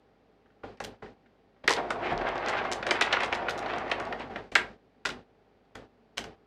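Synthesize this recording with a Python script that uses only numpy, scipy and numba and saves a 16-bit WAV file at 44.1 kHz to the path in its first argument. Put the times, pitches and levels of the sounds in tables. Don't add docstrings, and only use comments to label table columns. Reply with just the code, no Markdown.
import sys
import numpy as np
from scipy import signal
from scipy.fft import rfft, irfft
from scipy.io import wavfile
from scipy.ndimage import uniform_filter1d
from numba import njit

SR = 44100
rng = np.random.default_rng(int(sys.argv[2]) if len(sys.argv) > 2 else 0)


def to_wav(sig):
    pcm = np.clip(np.atleast_2d(sig), -1, 1) * 32767
    pcm = np.round(pcm).astype(np.int16)
    wavfile.write(sys.argv[1], SR, pcm.T)


def elevation(decibels):
    levels = np.asarray(decibels, float)
    return 10 ** (levels / 20)


N = 285092

# freq_hz, density_db_per_hz
AIR_SPECTRUM = [(41, -39.5), (70, -13.5), (108, -9.5), (177, -7), (239, -2.5), (337, -8.5), (418, -1.5),
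                (507, -7.5), (797, -11), (1010, -17.5), (1620, -20), (2190, -23.5), (4650, -32.5),
                (12000, -63), (15600, -80.5), (22000, -120)]
# freq_hz, level_db
HUM_TONES = [(49.8, -77), (100, -80), (246, -83.5), (432, -84.5), (786, -78.5), (4715, -101)]
# band_hz, t60_s
ROOM_T60 = [(200, 0.37), (400, 0.43), (800, 0.32), (1600, 0.23), (3200, 0.21), (6400, 0.15), (12000, 0.2)]
# start_s, peak_db, ring_hz, treble_db
TICKS = [
    (0.458, -54, 1240, -22),
    (0.5008, -53.5, 1470, -23),
    (0.7732, -53.5, 2060, 9),
    (1.2595, -53, 1580, -32),
    (1.5638, -57.5, 1198, -25),
    (5.6504, -66, 1450, 5.5),
    (5.6564, -70, 1420, 8),
]
# start_s, peak_db, ring_hz, bright_click_db, slackness_db
LONE_CREASES = [(0.6323, -30, 1010, -60, 2.5), (0.8025, -21, 1480, -29, 2), (1.0207, -28, 800, -52, -6),
                (1.06, -36.5, 1510, -65, -12), (1.6363, -28, 1447, -53, 1), (1.6784, -4.5, 1860, -14.5, -1),
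                (1.6951, -19.5, 1680, -18, 5.5), (1.7077, -13, 970, -19, 3.5), (1.7644, -24, 2970, -61, -6),
                (1.7724, -25, 880, -49, 6.5), (4.359, -20.5, 1635, -46.5, 0.5),
                (4.5176, -29.5, 1687, -32, -4), (4.554, -2, 1704, -13, -2.5),
                (4.5614, -11, 1600, -35.5, -6), (4.5844, -24, 2260, -54.5, -13.5),
                (5.0522, -15.5, 1380, -22, -20), (5.0586, -21.5, 3550, -20, -2.5),
                (5.0677, -24.5, 3420, -43, -4), (5.0913, -24.5, 1370, -27.5, -20),
                (5.1027, -27, 3000, -37.5, -7.5), (5.7508, -29, 1520, -39, -6.5),
                (6.1714, -32.5, 1440, -30, -7.5), (6.1811, -22, 1460, -19, -3.5),
                (6.2418, -33.5, 1306, -33, -19.5)]
# start_s, peak_db, ring_hz, bright_click_db
PULLED_CREASES = [(1.906, -14, 1040, -25), (2.107, -28.5, 1190, -45), (2.2137, -22.5, 1370, -48),
                  (2.2686, -33, 940, -59.5), (2.3561, -24, 1190, -41), (2.534, -19, 980, -50),
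                  (2.6516, -17, 840, -47), (2.7185, -37, 1260, -36), (2.827, -19.5, 1840, -54),
                  (2.8677, -14.5, 1520, -23), (2.8894, -21, 2160, -48), (2.9099, -8.5, 1660, -15),
                  (3.0116, -7, 1670, -16), (3.021, -11, 2480, -22.5), (3.127, -11.5, 2880, -33.5),
                  (3.1358, -14.5, 1620, -47), (3.1681, -14.5, 1170, -56), (3.2056, -20.5, 1900, -29),
                  (3.2344, -17.5, 2170, -27), (3.3262, -11.5, 1850, -33.5), (3.484, -15.5, 1320, -57),
                  (3.6262, -29, 2040, -52), (3.6603, -24, 1490, -55), (3.735, -22.5, 1320, -56),
                  (3.8998, -25.5, 1140, -43), (3.915, -13, 2150, -30), (4.0007, -21.5, 1130, -34.5),
                  (4.1252, -19.5, 1400, -55), (4.1975, -32, 1890, -43)]
# crease_column_index, low_hz, high_hz, level_re_column_db, decay_s
SETTLING = [
    (1, 730, 2400, -26, 0.015),
    (3, 2000, 7000, -25, 0.017),
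]
# start_s, peak_db, length_ms, top_edge_db
ZIPS = [(0.84, -26.5, 12, -9), (1.7074, -16, 30, -24), (2.13, -39, 1, -37), (2.289, -31.5, 1, -32),
        (2.485, -23.5, 14, -22), (2.7163, -20.5, 16, -23), (3.1174, -35, 1, -30), (3.2467, -30.5, 12, -23),
        (3.344, -29, 11, -24), (3.4947, -22, 16, -19), (3.5782, -29.5, 16, -18), (3.707, -45, 1, -35),
        (3.762, -43, 1, -17), (3.784, -31, 1, -37), (4.0527, -36, 1, -33), (5.755, -34.5, 1, -10),
        (6.1744, -27, 6, -18), (6.1894, -25, 1, -21.5)]
# time_s, pull_db, tautness_db
PEEL_FRONT = [(1.76, -30, 17), (1.82, -36, -8), (1.89, -43, 0), (2.01, -35, -5), (2.18, -34.5, -1.5),
              (2.5, -35, 12.5), (2.68, -36.5, 2), (2.82, -42, 1), (2.9, -36, 10.5), (3.06, -40.5, 23),
              (3.11, -38.5, 19), (3.35, -39.5, 5), (3.6, -36.5, 2), (3.74, -34.5, 3), (3.83, -40.5, 5),
              (4.06, -40, 6), (4.21, -42.5, -17), (4.42, -44.5, 10)]
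# freq_hz, width_hz, level_db
SHEET_MODES = [(333, 220, -4), (607, 95, 0), (713, 130, 2.5), (990, 1800, -4.5)]
# crest_s, level_db, length_ms
RUSHES = [(2.059, -35, 58), (2.11, -35.5, 44), (2.277, -36.5, 33), (2.48, -35, 41), (2.542, -37.5, 42),
          (2.585, -30.5, 32), (2.656, -37.5, 25), (2.961, -32.5, 22), (3.138, -26.5, 33), (3.221, -32, 62),
          (3.64, -51, 27), (3.701, -37, 29), (3.75, -43, 110), (4.212, -40, 44)]
RUSH_BAND_HZ = 810, 2593
# start_s, boom_db, boom_hz, t60_s, knock_db
THUDS = [
    (2.108, -40.5, 38.34, 0.5, -31),
    (2.2, -47, 52.3, 0.33, -44),
    (3.278, -51, 75, .3, -49.5),
    (3.779, -56, 78.6, 0.14, -45),
]

AIR_DB, ROOM_DB = -64, -8.5
GATE_DB, OPEN_DB, KNEE_DB, SHUT_S = 19.5, -41.5, 5, 0.13
BURST_MS, BURST_SPREAD, CLICK_LEAD_S = 7.87, 0.16, 0.0013
BODY_DB, BODY_SLOPE = -14.5, 0.67
TREBLE_DB, LONE_EDGE_DB, PULLED_EDGE_DB = -12.5, -15.5, -35
WRINKLE_HZ, WRINKLE_SPREAD, WRINKLE_MS = 4430, 0.1272, 2.76
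ZIP_GAP_MS, ZIP_FADE_DB, ZIP_SCATTER_DB = 6.3, 0.5, 4.5
CRINKLE_DB, FINE_DB = -6, -25
CRINKLE_TAUT = 0.52
PRICKLE_PER_S, PRICKLE_DB = 90, -11.5


def soft(x, hz):
    return signal.sosfilt(signal.butter(2, hz, fs=SR, output="sos"), x)


def band(x, hz, width_hz):
    r = np.exp(-np.pi * width_hz / SR)
    angle = 2 * np.pi * min(hz, 0.4 * SR) / SR
    return signal.lfilter([1, -1], [1, -2 * r * np.cos(angle), r * r], x)


def passband(x, lo_hz, hi_hz):
    edges_hz = [lo_hz, min(hi_hz, 0.45 * SR)]
    return signal.sosfilt(signal.butter(2, edges_hz, "band", fs=SR, output="sos"), x)


def unit(x):
    return x / np.sqrt(np.mean(x ** 2))


def peak(x, db):
    return x * elevation(db) / np.max(np.abs(x))


def add(out, start_s, x):
    i = int(start_s * SR)
    out[i:i + len(x)] += x[:len(out) - i]


def grains(rate_per_s, spread_db):
    hit, size, sign = rng.random((3, N))
    height = elevation(-spread_db * np.log(size + 1e-4))
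    return unit((hit < rate_per_s / SR) * np.sign(sign - 0.5) * height)


def air():
    hz, db = np.transpose(AIR_SPECTRUM)
    f = np.maximum(np.arange(N // 2 + 1) * SR / N, 1)
    shape = elevation(np.interp(np.log(f), np.log(hz), db))
    noise = unit(irfft(rfft(rng.standard_normal(N)) * shape, N))
    t = np.arange(N) / SR
    wander = np.cumsum(rng.standard_normal((len(HUM_TONES), N)), axis=1)
    phase = wander * 0.004 * np.sqrt(np.array(HUM_TONES)[:, :1] / 50)
    hum = sum(elevation(d) * np.sqrt(2) * np.sin(2 * np.pi * h * t + p) for (h, d), p in zip(HUM_TONES, phase))
    return (noise * elevation(AIR_DB - 0.5) + hum) * elevation(GATE_DB)


def room(x):
    t = np.arange(SR // 2) / SR
    tail = np.zeros(len(t))
    for noise, (hz, t60_s) in zip(rng.standard_normal((len(ROOM_T60), len(t))), ROOM_T60):
        tail += passband(noise, hz / 1.272, hz * 1.506) * 1000. ** (-t / t60_s)
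    tail *= 1 - np.exp(-t / 0.0039)
    return x + elevation(ROOM_DB) * signal.fftconvolve(x, tail / np.sqrt(np.sum(tail ** 2)))[:N]


def volley(chance, rise_ms, length_ms):
    t_ms = np.arange(chance.shape[1]) / SR * 1000
    slips = (chance[0] < 0.15) * (chance[1] - 0.5) + 0.16 * (chance[2] - 0.5)
    slips[int(1.5 * rise_ms * SR / 1000)] = 0.79
    return slips * (1 - np.exp(-t_ms / rise_ms)) * np.exp(-(t_ms / max(length_ms, 0.5)) ** 1.8)


def snap(db, hz, treble_db, body_db, length_ms, chance):
    ring = band(volley(chance, 1.0, length_ms), hz, 0.38 * hz)
    ring = soft(band(ring, 0.6 * hz, 3.35 * hz), 2.52 * hz)
    ring = soft(ring, 5100)
    treble = soft(passband(volley(chance, 0.46, 0.34 * length_ms), 3300, 5100), 12000)
    body = soft(passband(volley(chance, 2.6, 1.4 * length_ms), 362, 1000), 1716)
    return peak(ring, db - 2.5) + peak(treble, db + treble_db - 11.5) + peak(body, db + body_db + 0.55)


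def ticks():
    out = np.zeros(N)
    for (s, db, hz, treble_db), chance in zip(TICKS, rng.random((len(TICKS), 3, 2048))):
        add(out, s - 0.001, snap(db + GATE_DB - 0.5, hz, treble_db, -19, 12.0, chance))
    return out


def wrinkle(db, hz, edge_db, length_ms, chance):
    click = passband(volley(chance, 0.4, length_ms), 0.27 * hz, 1.297 * hz)
    click = soft(soft(click, 9800), 9800)
    edge = soft(passband(volley(chance[::-1], 0.2, 0.86 * length_ms), 7500, 15000), 14000)
    return peak(click, db + 1.5) + peak(edge, db + edge_db - 2.0)


def fold(db, edge_db, chance):
    hz = WRINKLE_HZ * (1 + WRINKLE_SPREAD * (2 * chance[2, -1] - 1))
    return wrinkle(db, hz, edge_db, WRINKLE_MS, chance)


def creases(table, edge_db):
    out = np.zeros(N)
    for (s, db, hz, bright_db, *slack_db), chance in zip(table, rng.random((len(table), 6, 1200))):
        length_ms = BURST_MS * (1 + BURST_SPREAD * (2 * chance[5, -1] - 1))
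        body_db = BODY_DB + (BODY_SLOPE - 1) * db + sum(slack_db)
        add(out, s - 0.001, snap(db, hz, bright_db + TREBLE_DB - db, body_db, length_ms, chance[:3]))
        add(out, s - CLICK_LEAD_S, fold(bright_db, edge_db, chance[3:, :800]))
    return out


def settling():
    rows = np.array([row[:4] for row in (*LONE_CREASES, *PULLED_CREASES)])
    out = np.zeros(N)
    for column, lo_hz, hi_hz, db, decay_s in SETTLING:
        kick = np.zeros(N)
        kick[(rows[:, 0] * SR).astype(int) + 88] = elevation(rows[:, int(column)] + db)
        fade = signal.lfilter([1], [1, -np.exp(-1 / (decay_s * SR))], kick)
        crackle = passband(grains(5000, 2.5), lo_hz, hi_hz)
        out += fade * unit(soft(soft(crackle, 1.5 * hi_hz), 1.6 * hi_hz))
    return out


def zips():
    out = np.zeros(N)
    for (s, db, length_ms, edge_db), row in zip(ZIPS, rng.random((len(ZIPS), 5, 3, 800))):
        clicks = 1 + int(length_ms / ZIP_GAP_MS + 0.5)
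        for k, chance in enumerate(row[:clicks]):
            late_s = k * ZIP_GAP_MS / 1000 * (0.7 + 0.45 * chance[0, -1])
            click_db = db - k * ZIP_FADE_DB - ZIP_SCATTER_DB * chance[1, -1]
            add(out, s + late_s - 0.0005, fold(click_db, edge_db, chance))
    return out


def snaps():
    loud = creases(LONE_CREASES, LONE_EDGE_DB) + creases(PULLED_CREASES, PULLED_EDGE_DB)
    return ticks() + loud + zips()


def peel_gains():
    s, pull_db, taut_db = np.transpose(PEEL_FRONT)
    t = np.arange(N) / SR
    edge = np.clip(np.minimum(t - s[0], s[-1] - t) / 0.03, 0, 1)
    layers_db = pull_db, pull_db + CRINKLE_DB + CRINKLE_TAUT * taut_db, pull_db + FINE_DB + taut_db
    return [edge * elevation(np.interp(t, s, db)) for db in layers_db]


def clumps(rate_per_s, spread_db):
    k = int(SR / rate_per_s)
    steps = np.repeat(rng.standard_normal(N // k + 1), k)[:N]
    return elevation(spread_db * unit(uniform_filter1d(steps, size=k)))


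def peel():
    rustle, crinkle, fine = peel_gains() * clumps(35, 1.9)
    slips = soft(grains(2400, 2.4), 1000)
    sheet = np.zeros(N)
    for k, (hz, width_hz, db) in enumerate(SHEET_MODES):
        sheet += (-1) ** k * elevation(db) * unit(band(slips, hz, width_hz))
    small = soft(passband(soft(grains(2500, 2.06), 4300), 630, 2000), 4700)
    finest = soft(passband(soft(grains(1200, 4), 6000), 2000, 3500), 5500)
    out = rustle * elevation(-1.0) * unit(soft(sheet, 1600))
    out += crinkle * elevation(-1.0) * unit(small)
    return out + fine * elevation(-13.5) * unit(finest)


def prickle():
    crinkle = peel_gains()[1] * elevation(PRICKLE_DB)
    dull = passband(grains(PRICKLE_PER_S, 2), 1100, 2500)
    dull = unit(soft(soft(dull, 4000), 5000))
    bright = passband(grains(PRICKLE_PER_S, 4.2), 2800, 5500)
    bright = unit(soft(soft(bright, 7000), 8000))
    return crinkle * (dull + elevation(-14) * bright)


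def rushes():
    t = np.arange(N) / SR
    swell = sum(elevation(db) * np.exp(-((t - s) / (ms / 2000)) ** 2) for s, db, ms in RUSHES)
    return swell * unit(soft(passband(grains(2600, 1.5), *RUSH_BAND_HZ), 3800))


def thuds():
    out, t = np.zeros(N), np.arange(SR) / SR
    for (s, db, hz, t60_s, knock_db), noise in zip(THUDS, rng.standard_normal((len(THUDS), SR))):
        boom = (1 - np.exp(-t / 0.04)) * 1000. ** (-t / t60_s) * np.sin(2 * np.pi * hz * t)
        knock = soft(passband(noise * t * np.exp(-t / 0.013), 55, 194), 180)
        add(out, s, peak(boom, db) + peak(knock, knock_db))
    return out


def scene():
    front = peel() + rushes() + settling() + prickle()
    return (room(snaps()) + room(front) + thuds() + air())[None]


@njit
def follow(power, attack, release):
    out, e = np.empty(len(power)), power[:2000].mean()
    for i in range(len(power)):
        e += (power[i] - e) * (attack if power[i] > e else release)
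        out[i] = e
    return out


@njit
def ramp(target, step):
    out, g = np.empty(len(target)), target[0]
    for i in range(len(target)):
        g = max(target[i], g - step)
        out[i] = g
    return out


def band_limit(x):
    return signal.sosfilt(signal.butter(12, 16530, fs=SR, output="sos"), x)


def record(dry):
    dry = signal.sosfilt(signal.butter(4, 33, "high", fs=SR, output="sos"), soft(dry, 13500))
    heard = passband(dry[0], 544, 9000) ** 2
    level_db = 10 * np.log10(follow(heard, 1 / (0.0061 * SR), 1 / (0.0072 * SR)) + 1e-12)
    shut = 1 - np.clip(1 - (OPEN_DB - level_db) / KNEE_DB, 0, 1) ** 2
    gain = ramp(elevation(-GATE_DB * shut), 1 / (SHUT_S * SR))
    gain = uniform_filter1d(gain, size=96, origin=20)
    hiss = elevation(-95.5) * rng.standard_normal(N)
    return band_limit(dry * gain + hiss)


dry = scene()
out = record(dry)
to_wav(out)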